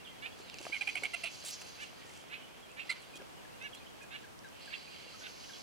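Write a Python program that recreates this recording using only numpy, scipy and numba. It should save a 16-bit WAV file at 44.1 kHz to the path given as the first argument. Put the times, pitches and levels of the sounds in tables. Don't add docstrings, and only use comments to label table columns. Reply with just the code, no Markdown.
import sys
import numpy as np
from scipy import signal
from scipy.fft import rfft, irfft
from scipy.io import wavfile
from scipy.ndimage import uniform_filter1d
from numba import njit

SR = 44100
rng = np.random.default_rng(int(sys.argv[2]) if len(sys.argv) > 2 else 0)


def linear_from_db(decibels):
    return 10 ** (np.asarray(decibels, float) / 20)


def transcribe(u):
    v = np.clip(np.atleast_2d(u).T, -1, 1)
    q = np.round(v * 32767).astype(np.int16)
    wavfile.write(sys.argv[1], SR, q)


N = 248194
T = np.arange(N) / SR
HZ = np.maximum(np.arange(N // 2 + 1) * SR / N, 1)

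# f/Hz, density/dB
BUSH_MID = [(15, -46), (25, -13), (100, -4), (250, -4), (800, -5), (1500, -9), (2900, -12), (3600, -15),
            (5600, -16.5), (9000, -20), (12000, -23.5), (15600, -28)]
# f/Hz, density/dB
BUSH_SIDE = [(15, -56), (25, -32), (70, -15), (180, -14), (480, -16.5), (850, -19.5), (1600, -25),
             (2900, -29), (3500, -30), (7000, -38), (12000, -40.5), (15600, -49)]
BUSH_MID_DB, BUSH_SIDE_DB = -58.5, -54
# t/s, level/dB
TRAMPLE = [
    (0, -64.5),
    (.9, -59),
    (2.2, -60),
    (3.3, -62),
    (5.63, -67),
]
ECHO_T60_S, ECHO_DB = 0.4, -13

# t/s, length/s, level/dB
CHIPS = [
    (3.199, 0.014, -57.5),
    (3.45, 0.012, -57),
    (4.008, .01, -57.5),
    (4.037, .013, -61),
    (4.124, .03, -61),
    (4.235, 0.026, -58),
    (4.441, 0.036, -56),
    (4.675, 0.021, -56.5),
    (5.494, 0.024, -58.5),
]
CHIP_HZ = 1708
# t/s, length/s, start f/Hz, level/dB
CHIRPS = [
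    (.048, 0.043, 3660, -61),
    (.518, .07, 3360, -62),
    (3.733, 0.016, 3100, -63),
    (3.864, 0.014, 3320, -63.5),
    (3.94, .02, 3330, -74),
    (4.94, .012, 2380, -66),
    (5.533, .016, 3410, -59),
]
# t/s, length/s, f/Hz, level/dB
RIGHT_WHISTLES = [(0, .036, 2720, -67), (.059, 0.054, 3210, -63), (.408, .041, 7320, -75),
                  (2.371, 0.12, 3030, -66.5), (3.136, 0.03, 2500, -59), (3.153, 0.026, 3270, -58.5),
                  (3.727, 0.012, 3340, -56), (3.755, .042, 4140, -68), (4.014, 0.033, 2496, -60),
                  (4.44, 0.04, 3880, -72), (4.872, 0.035, 2500, -63), (5.21, 0.042, 1516, -67),
                  (5.268, .014, 1500, -64)]
# t/s, length/s, f/Hz, level/dB
FRONT_WHISTLES = [
    (.318, 0.038, 3380, -62.5),
    (1.975, .14, 1900, -69),
    (3.37, 0.048, 2960, -66),
    (3.635, 0.025, 5960, -61),
    (3.803, 0.032, 2494, -61.5),
    (5.138, 0.029, 1290, -61),
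]
# t/s, length/s, start f/Hz, level/dB
RISING = [
    (5.071, .03, 2740, -61),
]
# share of pitch lost, settling/s, left minus right/dB
CHIP_WAY = (0.122, 0.015, 2.5)
CHIRP_WAY = (.38, 0.032, -13)
RIGHT_WAY = (0.0242, 0.052, -11.5)
FRONT_WAY = (.025, 0.048, 2)
RISING_WAY = (-0.21, 0.16, -3)
# t/s, length/s, from f/Hz, to f/Hz, level/dB
WHINES = [(.085, .09, 2200, 1850, -69), (.062, 0.06, 3430, 3220, -66), (.085, .03, 3200, 3150, -64),
          (.17, .042, 3370, 2880, -65), (.31, 0.045, 3100, 2500, -67), (.39, 0.088, 4320, 4080, -68),
          (.47, .055, 3920, 3500, -63.5), (2.7, .05, 2720, 2680, -66), (2.52, .1, 3060, 3220, -73),
          (2.625, 0.04, 3360, 3130, -63), (2.2, .03, 3100, 3320, -66), (2.655, 0.033, 2470, 2200, -70),
          (2.685, 0.053, 2430, 2680, -66.5), (2.48, 0.079, 2370, 2620, -72), (3.742, .028, 3180, 3380, -61),
          (5.232, .03, 3600, 3580, -63), (5.53, .022, 3350, 3300, -61), (2.4, .08, 3010, 2980, -66),
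          (3.875, 0.022, 3300, 3300, -69), (5.545, .03, 3300, 3300, -65), (2.1, .008, 2100, 2050, -59),
          (2.68, .025, 3250, 3400, -71), (2.97, 0.12, 4730, 3200, -70), (3.5, 0.074, 2550, 2950, -69),
          (4.738, .022, 3550, 3400, -56), (4.265, .012, 1750, 1860, -64), (3.77, .016, 3480, 3680, -66)]
WHINE_PAN_DB = -5

# t/s, level/dB, beak opening/0-1
HISS = [(0, -62.5, 0.25), (.38, -60.5, 0.4), (.55, -57, 0.41), (.7, -55.5, 0.9), (1.0, -55, 0.87),
        (1.42, -53.5, 0.93), (1.6, -56.5, 1), (1.9, -59.5, 0.88), (2.15, -58.5, 0.22), (2.45, -58, .02),
        (2.7, -66.5, 0.26), (3.0, -58.5, 0.44), (3.3, -66.5, 0.05), (3.85, -63, .3), (4.5, -70.5, 0.04),
        (4.62, -55.5, 0.48), (5.12, -55.5, .7), (5.22, -58, 1)]
# f/Hz, width/Hz, level/dB
HISS_TRACT = [
    [(2300, 510, -3), (2785, 420, -3.5), (3180, 540, -3), (1553, 170, -7)],
    [(4130, 370, 1.5), (4630, 440, 3.5), (7700, 1800, -14.5)],
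    [(5300, 610, 0), (6030, 600, 0), (6500, 440, 0.5), (10700, 4200, -13)],
]
BEAK_DB_PER_OPENING, BEAK_FULL_AT, BEAK_FULL_DB, SHARP_DB_PER_OPENING = 45, 0.5, 0.5, 26

# t/s, length/s, level/dB, centre f/Hz, width/Hz
SWISH = [(0.376, 0.048, -60, 4800, 8000), (0.59, 0.14, -56, 5600, 9800), (1.436, 0.078, -45, 6500, 14000),
         (1.45, 0.063, -47, 8000, 3500), (1.465, 0.04, -51, 4000, 3300), (1.44, .075, -56, 12100, 5000),
         (1.49, .05, -52, 11000, 2700), (1.506, 0.061, -45.5, 5570, 2400), (1.61, 0.02, -50.5, 4600, 12000),
         (1.8, 0.052, -55, 6000, 6000), (4.52, .14, -62.5, 2830, 740), (5.18, 0.047, -60, 5900, 1200),
         (5.27, 0.58, -58, 4600, 1900), (2.032, 0.22, -60.5, 6500, 7000), (3.152, .028, -52, 6500, 12000),
         (3.744, 0.016, -52.5, 9600, 9700), (4.022, 0.022, -60, 8300, 8000),
         (5.438, 0.021, -54, 2900, 1100), (6.1, 0.051, -55.5, 3100, 1100), (3.012, 0.042, -62, 9000, 5000),
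         (2.896, .04, -54, 1350, 350), (2.901, .014, -48, 7900, 1500), (2.845, 0.057, -58, 2900, 2900),
         (4.17, .09, -61.5, 3000, 1300), (2.95, 0.036, -55, 2100, 2300), (1.297, 0.14, -57, 6200, 4200),
         (1.63, 0.082, -63, 9000, 5000)]
# t/s, peak level/dB, ring f/Hz
THUDS = [(.4, -50.5, 410), (.544, -56, 450), (0.605, -50.5, 342), (.614, -51, 650), (.653, -51.5, 420),
         (.653, -47, 950), (.696, -52, 332), (0.667, -38, 690), (.7, -53, 524), (1.024, -46.5, 517),
         (1.031, -50, 446), (1.442, -49.5, 627), (1.93, -54, 716), (2.049, -54, 480), (2.24, -53, 705),
         (3.155, -56, 330), (5.1, -56, 520), (5.2, -56.5, 560), (5.3, -55, 500), (3.198, -52.5, 420),
         (3.203, -54.5, 380), (3.216, -48, 604), (3.223, -51, 520), (5.065, -55, 503)]
# t/s, peak level/dB, ring f/Hz, hollow note level/dB
SNAPS = [(0.4988, -35.5, 4680, -2.5), (0.5429, -32.5, 4500, -3), (.572, -45, 7700, -15),
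         (0.586, -32, 4930, -4), (0.591, -34, 5160, -8), (0.614, -36.5, 8200, -2.5),
         (0.6532, -42, 8000, 6.5), (1.618, -43, 5000, 6), (2.286, -46, 4000, -8), (2.717, -46, 7075, -18),
         (3.006, -44, 10000, -15), (3.22, -46, 5000, 0), (3.625, -40, 5840, -12), (3.75, -42, 6100, 0),
         (4.031, -50, 6500, -14), (4.391, -42.5, 5600, -17.5), (4.447, -47, 6100, -15),
         (4.47, -53, 5600, -15), (4.488, -45, 5800, -17), (4.659, -44, 8000, -3)]

# f/Hz, left minus right level/dB, left lead/rad
FLOCK_PORTS = [(700, 1, -0.24), (1500, -1, -1.05), (2230, -6.5, -0.36), (2880, -10, -1.16), (4450, -1, .8),
               (6200, -3.5, -1.06), (8850, -3, 1.6), (12400, 8, -2.1)]
# f/Hz, left minus right level/dB, left lead/rad
SQUEALER_PORTS = [(1600, -6, 4), (2250, -9, 1.8), (2850, -9, .2), (4200, -5, -1.8), (6000, 0, -1.5)]
# f/Hz, level/dB
AIR = [(6000, 0.5), (10000, -2.5), (13000, -9), (16000, -4)]
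# f/Hz, level/dB
GROUND_DIP = [(1600, -0.5), (1750, -7.5), (1930, -5), (2050, -0.5)]

# t/s, level/dB
JOLTS = [(.7303, 5), (.7385, -3), (.7459, 5), (.7535, -3), (.7657, 4), (0.8197, 2.1), (0.825, -9),
         (.8875, -4), (.8911, 5), (.8985, 0), (.9571, 3.5), (.962, -5), (.9756, 3.5), (1.0398, 4),
         (1.0468, -5), (1.0498, 3), (1.0525, -5), (1.0563, 1.1), (1.0595, -4), (1.0625, 4), (1.1483, 2.5),
         (1.1536, -5), (1.1663, 4), (1.2386, 2.1), (1.247, 4), (1.261, 2), (1.272, 2.5), (1.2811, -5),
         (2.3413, 1), (2.8145, -3), (2.8194, 4), (2.8285, -6), (2.9094, -6), (2.9215, -4), (2.912, 2.1),
         (2.926, 4), (4.742, 2.5), (4.753, 3)]
JOLT_S = 0.001
# f/Hz, level/dB
RASP_THROAT = [(700, -27), (1800, -13), (2200, -2.5), (3200, -3.5), (3600, -10), (4300, -10), (5200, -27),
               (6800, -28), (8500, -22.5), (10500, -29), (14000, -40)]
RASP_RISE_DB, RASP_FALL_DB, RASP_SAG = -5, -14, 0.026
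OVERTONE_DB = -29
CHEST_WIDTH_HZ, CHEST_RING_DB = 73, 2
CHEST_LINGER_DB = 11
SECOND, SIXTH = 2, 6

# t/s, f/Hz, level/dB
SQUEAL_CLIMB = [
    [(.218, 530, -55), (.228, 566, -46.5), (.25, 589, -44.5), (.261, 610, -41.5), (.268, 605, -47)],
    [(1.785, 519, -57), (1.803, 528, -50), (1.818, 590, -46.5), (1.835, 590, -43.5), (1.846, 553, -50)],
    [(2.295, 491, -60), (2.31, 511, -53), (2.325, 558, -47.5), (2.336, 587, -44), (2.342, 596, -48)],
    [(2.762, 570, -58), (2.785, 589, -48), (2.797, 613, -44), (2.804, 612, -48)],
    [(3.6, 505, -65), (3.618, 521, -48), (3.632, 524, -49), (3.648, 570, -44), (3.664, 568, -42.5),
     (3.678, 508, -51), (3.685, 480, -58)],
    [(4.105, 501, -56), (4.118, 529, -51), (4.138, 548, -48), (4.15, 584, -45.5), (4.162, 572, -47),
     (4.172, 534, -52)],
    [(4.7, 522, -58), (4.72, 559, -51), (4.732, 589, -43), (4.739, 660, -44), (4.744, 670, -50)],
    [(5.21, 502, -60), (5.235, 498, -54.5), (5.246, 510, -50), (5.256, 561, -49), (5.27, 520, -49),
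     (5.279, 510, -57)],
]
# t/s, rise/s, level/dB
SQUEAL = [
    (.256, 0.0095, -45.5),
    (1.836, .006, -51),
    (2.335, 0.0085, -42),
    (2.793, .01, -38.5),
    (3.662, .01, -62),
    (4.153, 0.011, -48),
    (4.735, .008, -39.5),
    (5.258, .01, -51),
]
# chest/dB, sixth partial/dB, beak/dB, windpipe f/Hz, roughness/0-1
SQUEAL_TONE = [(-6, 0, 12, 2560, 0.3), (-1, -1, 9, 2740, 0.28), (0, 0, 10, 2560, 0.4),
               (-3, -1, 10, 2630, 0.55), (-1, -12, 7, 2700, 0.18), (3, -1, 13, 2720, 0.43),
               (-3, 1, 12, 2460, 0.5), (3, -9, 16.5, 2840, 0.55)]
# f/Hz, width/Hz, spray level/dB, fall/s
SQUEAL_RING = [(2620, 400, -1, 0.027), (2640, 400, -2, .025), (2620, 290, -3, 0.037),
               (2720, 310, -5.5, 0.039), (2640, 400, -2, .03), (2720, 400, -2, 0.021),
               (2690, 240, -3.5, 0.027), (2700, 400, -1, .022)]
# f/Hz, level/dB
SQUEAL_THROAT = [(600, -44), (1200, -1.5), (1650, 10), (2300, 5), (2900, 1), (3350, 1), (3850, -4.5),
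                 (4500, -30), (6000, -55), (12000, -59)]
# beak/dB, top/dB
SQUEAL_SPRAY = (-4, -14)
SQUEAL_PAN_DB = 1.5

# t/s, rise/s, fall/s, f/Hz, level/dB
CACKLE = [
    (.72, 0.015, 0.043, 810, -34.5),
    (.808, 0.0044, 0.017, 809, -33),
    (.871, 0.0041, 0.011, 802, -29.5),
    (.952, 0.0042, .01, 750, -32),
    (1.032, 0.0039, 0.011, 738, -32.5),
    (1.133, 0.012, 0.01, 690, -34.5),
    (1.233, 0.0074, 0.012, 674, -37.5),
    (2.892, 0.012, 0.005, 688, -29.5),
]
# t/s, rise/s, fall/s, windpipe f/Hz, level/dB
CACKLE_RASP = [
    (.742, .012, 0.033, 2240, -38),
    (.818, 0.0025, 0.021, 2300, -35.5),
    (.884, 0.013, 0.015, 2280, -31.5),
    (.962, 0.016, .016, 2380, -33),
    (1.043, 0.011, 0.02, 2270, -31),
    (1.146, .003, 0.025, 2590, -37),
    (1.246, 0.026, 0.022, 2620, -38),
    (2.903, .012, .022, 2130, -32),
]
# chest/dB, beak/dB, top/dB, roughness/0-1, beak in the rasp/dB
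CACKLE_TONE = [(-14, -5, -7.5, 0.18, -4), (0.5, 1.5, -4.5, 0.34, -6), (-0.5, -3, -5, 0.4, -31),
               (7, -1, 5, 0.25, -20), (6.5, 3.5, 8, 0.26, -10), (2.5, -2.5, 6, .2, 2),
               (8.5, 6.5, 9, 0.64, -4), (-11, 10, 2, 0.2, 14)]
# second partial/dB, clean fall/dB, rasp spray/dB, ring width/Hz
CACKLE_THROAT_SET = [(-2, -9, -6.5, 370), (-4.5, -7, -4, 580), (-7, -9, -8, 610), (-1, -15, -6.5, 910),
                     (1.5, -10, -6, 360), (3.5, -10, -8, 590), (-2.5, -5, -1.5, 570), (7.5, -4, -9, 250)]
# hold of the clean start/s, share by which the rasp ring slides down
CACKLE_RUN = [(.005, .04), (0.0063, .04), (0.0035, .03), (.001, .03), (0.0038, .03), (.003, 0.065),
              (.003, .03), (.001, .25)]
# f/Hz, level/dB
CACKLE_THROAT = [(500, -5), (750, -9), (1400, -9.5), (2000, 1), (2900, -1.5), (3500, -19.5), (4200, -5),
                 (5000, -16), (6500, -22), (10500, -23), (14000, -37)]
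SCOOP_HZ, FIRST_SCOOP_HZ = 7, 126
REST_HZ, SAG_PER_S = 663, 18.7
CACKLE_RISE_DB, CACKLE_PAN_DB = -8.5, -1.5


def on_log(points, hz):
    f, v = np.transpose(points)
    return np.interp(np.log(hz), np.log(np.maximum(f, 1)), v)


def colour(x, points):
    return irfft(rfft(x) * linear_from_db(on_log(points, HZ)), N)


def unit(x):
    return x / np.sqrt(np.mean(x ** 2))


@njit
def svf(x, hz, width):
    y, b, l = np.empty(len(x)), 0., 0.
    for i in range(len(x)):
        g, k = np.tan(np.pi * hz[i] / SR), width / hz[i]
        v = (b + g * (x[i] - l)) / (1 + g * (g + k))
        b, l, y[i] = 2 * v - b, l + 2 * g * v, k * v
    return y


def band(x, hz, width):
    return svf(x, hz + np.zeros(len(x)), 1. * width)


def walk(rate):
    k = int(SR / rate)
    steps = np.repeat(rng.standard_normal(N // k + 1), k)
    return 1.58 * uniform_filter1d(uniform_filter1d(steps, k), k)[:N]


def swell(t, length, rise):
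    u = np.clip(t / length, 0, 1)
    return np.sin(np.pi * u ** (np.log(.5) / np.log(rise)))


def span(s, length):
    return slice(int(s * SR), int((s + length) * SR))


def pan(x, db):
    return x * linear_from_db(np.array([[db], [-db]]) / 2)


def ports(x, table):
    hz, db, rad = np.transpose(table)
    skew = linear_from_db(np.interp(HZ, hz, db) / 2) * np.exp(.5j * np.interp(HZ, hz, rad))
    return irfft(rfft(x) * np.array([skew, 1 / skew]), N)


def bush():
    mid, side = (unit(colour(rng.standard_normal(N), c)) for c in (BUSH_MID, BUSH_SIDE))
    drift = linear_from_db(.4 * walk(1.5) + .4 * walk(9))
    feet_level = linear_from_db(np.interp(T, *np.transpose(TRAMPLE)) - 4.5 + 2 * walk(40))
    feet = feet_level * unit(band(rng.standard_normal(N), 410, 690))
    wash = linear_from_db(BUSH_MID_DB) * mid + linear_from_db(BUSH_SIDE_DB) * side * np.array([[1], [-1]])
    return feet + drift * wash


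def scatter(close, birds):
    t = T[:SR // 2]
    trees = rng.standard_normal((2, len(t))) * linear_from_db(-60 * t / ECHO_T60_S) * (t > .006)
    trees = signal.lfilter([1], [1, -.4], trees / np.sqrt(3 * np.sum(trees ** 2)))
    return linear_from_db(ECHO_DB) * signal.fftconvolve(close[1:] + 1.6 * birds[1:], trees, axes=1)[:, :N]


def whistle(t, length, hz, db, peak):
    return linear_from_db(db + 5.5) * swell(t, length, peak) ** .5 * np.sin(2 * np.pi * np.cumsum(hz) / SR)


def small_birds():
    out, warble, leaves = np.zeros((2, N)), walk(250), linear_from_db(1.6 * walk(300))
    chips = [(s, length, CHIP_HZ, db) for s, length, db in CHIPS]
    kinds = [(chips, CHIP_WAY), (CHIRPS, CHIRP_WAY), (RIGHT_WHISTLES, RIGHT_WAY),
             (FRONT_WHISTLES, FRONT_WAY), (RISING, RISING_WAY)]
    for notes, (share, settle_s, side_db) in kinds:
        for s, length, from_hz, db in notes:
            at = span(s, length)
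            glide = 1 - share * (1 - np.exp((s - T[at]) / settle_s))
            hz = from_hz * glide * (1 + 0.0095 * warble[at])
            out[:, at] += pan(leaves[at] * whistle(T[at] - s, length, hz, db, 0.25), side_db)
    for s, length, from_hz, to_hz, db in WHINES:
        at = span(s, length)
        hz = np.interp(T[at], [s, s + length], [from_hz, to_hz]) * (1 + 0.0063 * warble[at])
        out[:, at] += pan(leaves[at] * whistle(T[at] - s, length, hz, db, .4), WHINE_PAN_DB)
    return out


def hissing():
    s, level_db, gape = np.transpose(HISS)
    beak_db = BEAK_FULL_DB + BEAK_DB_PER_OPENING * np.minimum(gape - BEAK_FULL_AT, 0)
    levels = level_db, level_db + beak_db, level_db + SHARP_DB_PER_OPENING * (gape - 1)
    out, flutter = 0, walk(30)
    for db, tract in zip(levels, HISS_TRACT):
        pair = []
        for _ in range(2):
            breath = sum(linear_from_db(g) * band(band(rng.standard_normal(N), f, w), f, 2 * w) for f, w, g in tract)
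            pair.append(unit(breath))
        out = out + linear_from_db(np.interp(T, s, db) - 3.0 + flutter + walk(45)) * np.array(pair)
    return out


def wings():
    out = np.zeros(N)
    air = rng.standard_normal(N) * linear_from_db(2.0 * walk(400))
    for s, length, db, hz, width in SWISH:
        at = span(s, length)
        rush = unit(band(band(air[at], hz, width), hz, 2 * width))
        out[at] += linear_from_db(db) * swell(T[at] - s, length, 0.44) ** 0.5 * rush
    return out


def snaps():
    out, t = np.zeros(N), T[:1500]
    grit = rng.standard_normal((len(SNAPS), len(t)))
    for (s, db, hz, hollow_db), noise in zip(SNAPS, grit):
        tick = band(((t == 0) + 0.19 * noise) * np.exp(-t / 0.00068), hz, 0.24 * hz)
        hollow = linear_from_db(hollow_db) * np.exp(-t / 0.001) * np.sin(2 * np.pi * 2700 * t)
        out[int(s * SR):][:len(t)] += linear_from_db(db) * (tick / np.abs(tick).max() + hollow)
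    return out


def thuds():
    out, t = np.zeros(N), T[:1500]
    for s, db, hz in THUDS:
        ring = np.exp(-t * hz / 1.84) * np.sin(2 * np.pi * hz * t)
        ring += .5 * np.exp(-t * hz / 1.7) * np.sin(2 * np.pi * 1.72 * hz * t)
        ring += 0.26 * np.exp(-t * hz / 1.5) * np.sin(2 * np.pi * 2.3 * hz * t)
        out[int(s * SR):][:len(t)] += linear_from_db(db + 7) * band(ring, 1.3 * hz, 3.2 * hz)
    return out


def jolts():
    s, db = np.transpose(JOLTS)
    kicks = np.bincount((s * SR).astype(int), db, N)
    hump = np.exp(-.5 * (np.arange(-400, 401) / SR / JOLT_S) ** 2)
    return linear_from_db(signal.fftconvolve(kicks, hump, "same"))


def phrase(call, fade=0.0034):
    s, hz, db = np.transpose(call)
    at = slice(int(s[0] * SR), int(s[-1] * SR))
    edge = np.clip(np.minimum(T[at] - s[0], s[-1] - T[at]) / fade, 0, 1)
    return at, np.interp(T[at], s, hz), linear_from_db(np.interp(T[at], s, db)) * edge


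def opening(chest_db, beak_db, top_db, hz):
    return on_log([(900, chest_db), (1900, 0), (3300, 0), (3900, beak_db), (4900, beak_db), (6200, top_db)], hz)


def rasp(s, rise, fall, hz, db, slide):
    return [(s, hz * (1 + slide), db + RASP_RISE_DB), (s + rise, hz, db),
            (s + rise + fall, hz * (1 - RASP_SAG), db + RASP_FALL_DB)]


def rasps(calls):
    chance = rng.standard_normal((4000, 2))
    at = np.cumsum(SR / 480 * np.exp(.3 * chance[:, 0])).astype(int)
    slaps = np.bincount(at[at < N], linear_from_db(2 * chance[at < N, 1]), N) + 0.08 * rng.standard_normal(N)
    out = np.zeros((2, N))
    for n, (*_, call, (width_hz, spray_db, beak_db, top_db)) in enumerate(calls):
        at, hz, gain = phrase(call)
        ring = unit(band(band(slaps[at], hz, width_hz), hz, 1.5 * width_hz))
        ring = unit(band(np.tanh(2.5 * ring), hz, 900))
        octave = linear_from_db(OVERTONE_DB + beak_db) * unit(band(ring ** 2, 2 * hz, 550))
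        bins = np.maximum(np.fft.rfftfreq(len(hz), 1 / SR), 1)
        throat = linear_from_db(on_log(RASP_THROAT, bins) + opening(0, 0.45 * beak_db, top_db, bins))
        spray = irfft(rfft(slaps[at]) * throat, len(hz))
        bird = int(n >= len(CACKLE))
        out[bird, at] += gain * (linear_from_db(-6.0) * ring + octave + linear_from_db(spray_db) * unit(spray))
    return out


def syrinx(call, throat, tone):
    *regions, odd_one, odd_db, pipe_hz, rough, side_db = tone
    at, hz, gain = phrase(call)
    k = np.arange(1, 22)[:, None]
    windpipe_db = 11 / (1 + ((k * hz - pipe_hz) / 350) ** 2)
    windpipe_db += 10 / (1 + ((k * hz - min(3.9 * pipe_hz, 9250)) / 600) ** 2)
    odd_partial_db = odd_db * ((k == odd_one) - .5 * (k == 2 * odd_one))
    linger_db = CHEST_LINGER_DB * (k == 1) * np.linspace(-.5, .5, len(hz))
    throat_db = on_log(throat, k * hz) + opening(*regions, k * hz)
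    weight = linear_from_db(throat_db + windpipe_db + odd_partial_db + linger_db)
    lead = weight * (k * hz > 1300) * (k * hz < 4000)
    shake = rng.standard_normal((2, 21, 4000))
    shake = 6 * uniform_filter1d(uniform_filter1d(shake, 30), 30)
    shake = shake[0] + 1j * shake[1]
    smear = np.clip(rough * (k / 4) ** 0.79, 0, .95)
    phase = k * 2 * np.pi * np.cumsum(hz) / SR + k * k
    cycle = (np.sqrt(1 - smear ** 2) + smear * shake[:, :len(hz)]) * np.exp(1j * phase)
    partials = weight * cycle.imag / np.sqrt(np.sum(lead ** 2, axis=0) / 2) * gain
    out = np.zeros(N)
    out[at] = np.sum(partials[1:], axis=0)
    after = (0, 900)
    chest = band(np.pad(partials[0], after), np.pad(hz, after, "edge"), CHEST_WIDTH_HZ)
    out[at.start:at.stop + after[1]] += linear_from_db(CHEST_RING_DB) * chest
    return pan(out, side_db)


def squeal(count):
    s, up, rasp_db = SQUEAL[count]
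    chest_db, sixth_db, beak_db, pipe_hz, rough = SQUEAL_TONE[count]
    ring_hz, width_hz, spray_db, down = SQUEAL_RING[count]
    tone = chest_db, beak_db, 0, SIXTH, sixth_db, pipe_hz, rough, SQUEAL_PAN_DB
    broken = rasp(s, up, down, ring_hz, rasp_db, RASP_SAG)
    return SQUEAL_CLIMB[count], tone, broken, (width_hz, spray_db, *SQUEAL_SPRAY)


def cackle(count):
    s, rise, fall, hz, db = CACKLE[count]
    chest_db, beak_db, top_db, rough, rasp_beak_db = CACKLE_TONE[count]
    *timing, pipe_hz, rasp_db = CACKLE_RASP[count]
    second_db, fall_db, spray_db, width_hz = CACKLE_THROAT_SET[count]
    hold, slide = CACKLE_RUN[count]
    scoop_hz = SCOOP_HZ if count else FIRST_SCOOP_HZ
    end_hz = hz - SAG_PER_S * (hz - REST_HZ) * fall
    call = [(s, hz - scoop_hz, db + CACKLE_RISE_DB), (s + rise, hz, db),
            (s + rise + min(hold, .8 * fall), hz, db - 2.5), (s + rise + fall, end_hz, db + fall_db)]
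    tone = chest_db, beak_db, top_db, SECOND, second_db, .97 * pipe_hz, rough, CACKLE_PAN_DB
    spray = width_hz, spray_db, rasp_beak_db, 0.62 * max(rasp_beak_db, 0)
    return call, tone, rasp(*timing, pipe_hz, rasp_db, slide), spray


def scene():
    cackler = [cackle(n) for n in range(len(CACKLE))]
    squealer = [squeal(n) for n in range(len(SQUEAL))]
    cackle_rasp, squeal_rasp = rasps(cackler + squealer)
    near_hiss, wide_hiss = hissing()
    catch = jolts()
    cackles = sum(syrinx(c, CACKLE_THROAT, tone) for c, tone, *_ in cackler)
    squeals = sum(syrinx(c, SQUEAL_THROAT, tone) for c, tone, *_ in squealer)
    cackling = colour((cackles + cackle_rasp) * catch, GROUND_DIP)
    scuffle = colour(snaps() + thuds() + wings(), AIR)
    flock = ports(cackling + scuffle, FLOCK_PORTS)
    birds = small_birds()
    close = flock + ports((squeals + squeal_rasp) * catch, SQUEALER_PORTS) + birds
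    hiss = ports(near_hiss, FLOCK_PORTS) + .5 * wide_hiss * np.array([[1], [-1]])
    return close + scatter(close, birds) + hiss + bush()


def roll_off(x):
    return signal.sosfilt(signal.butter(12, 15760, fs=SR, output="sos"), x)


def record(dry):
    return roll_off(dry)


dry = scene()
out = record(dry)
transcribe(out)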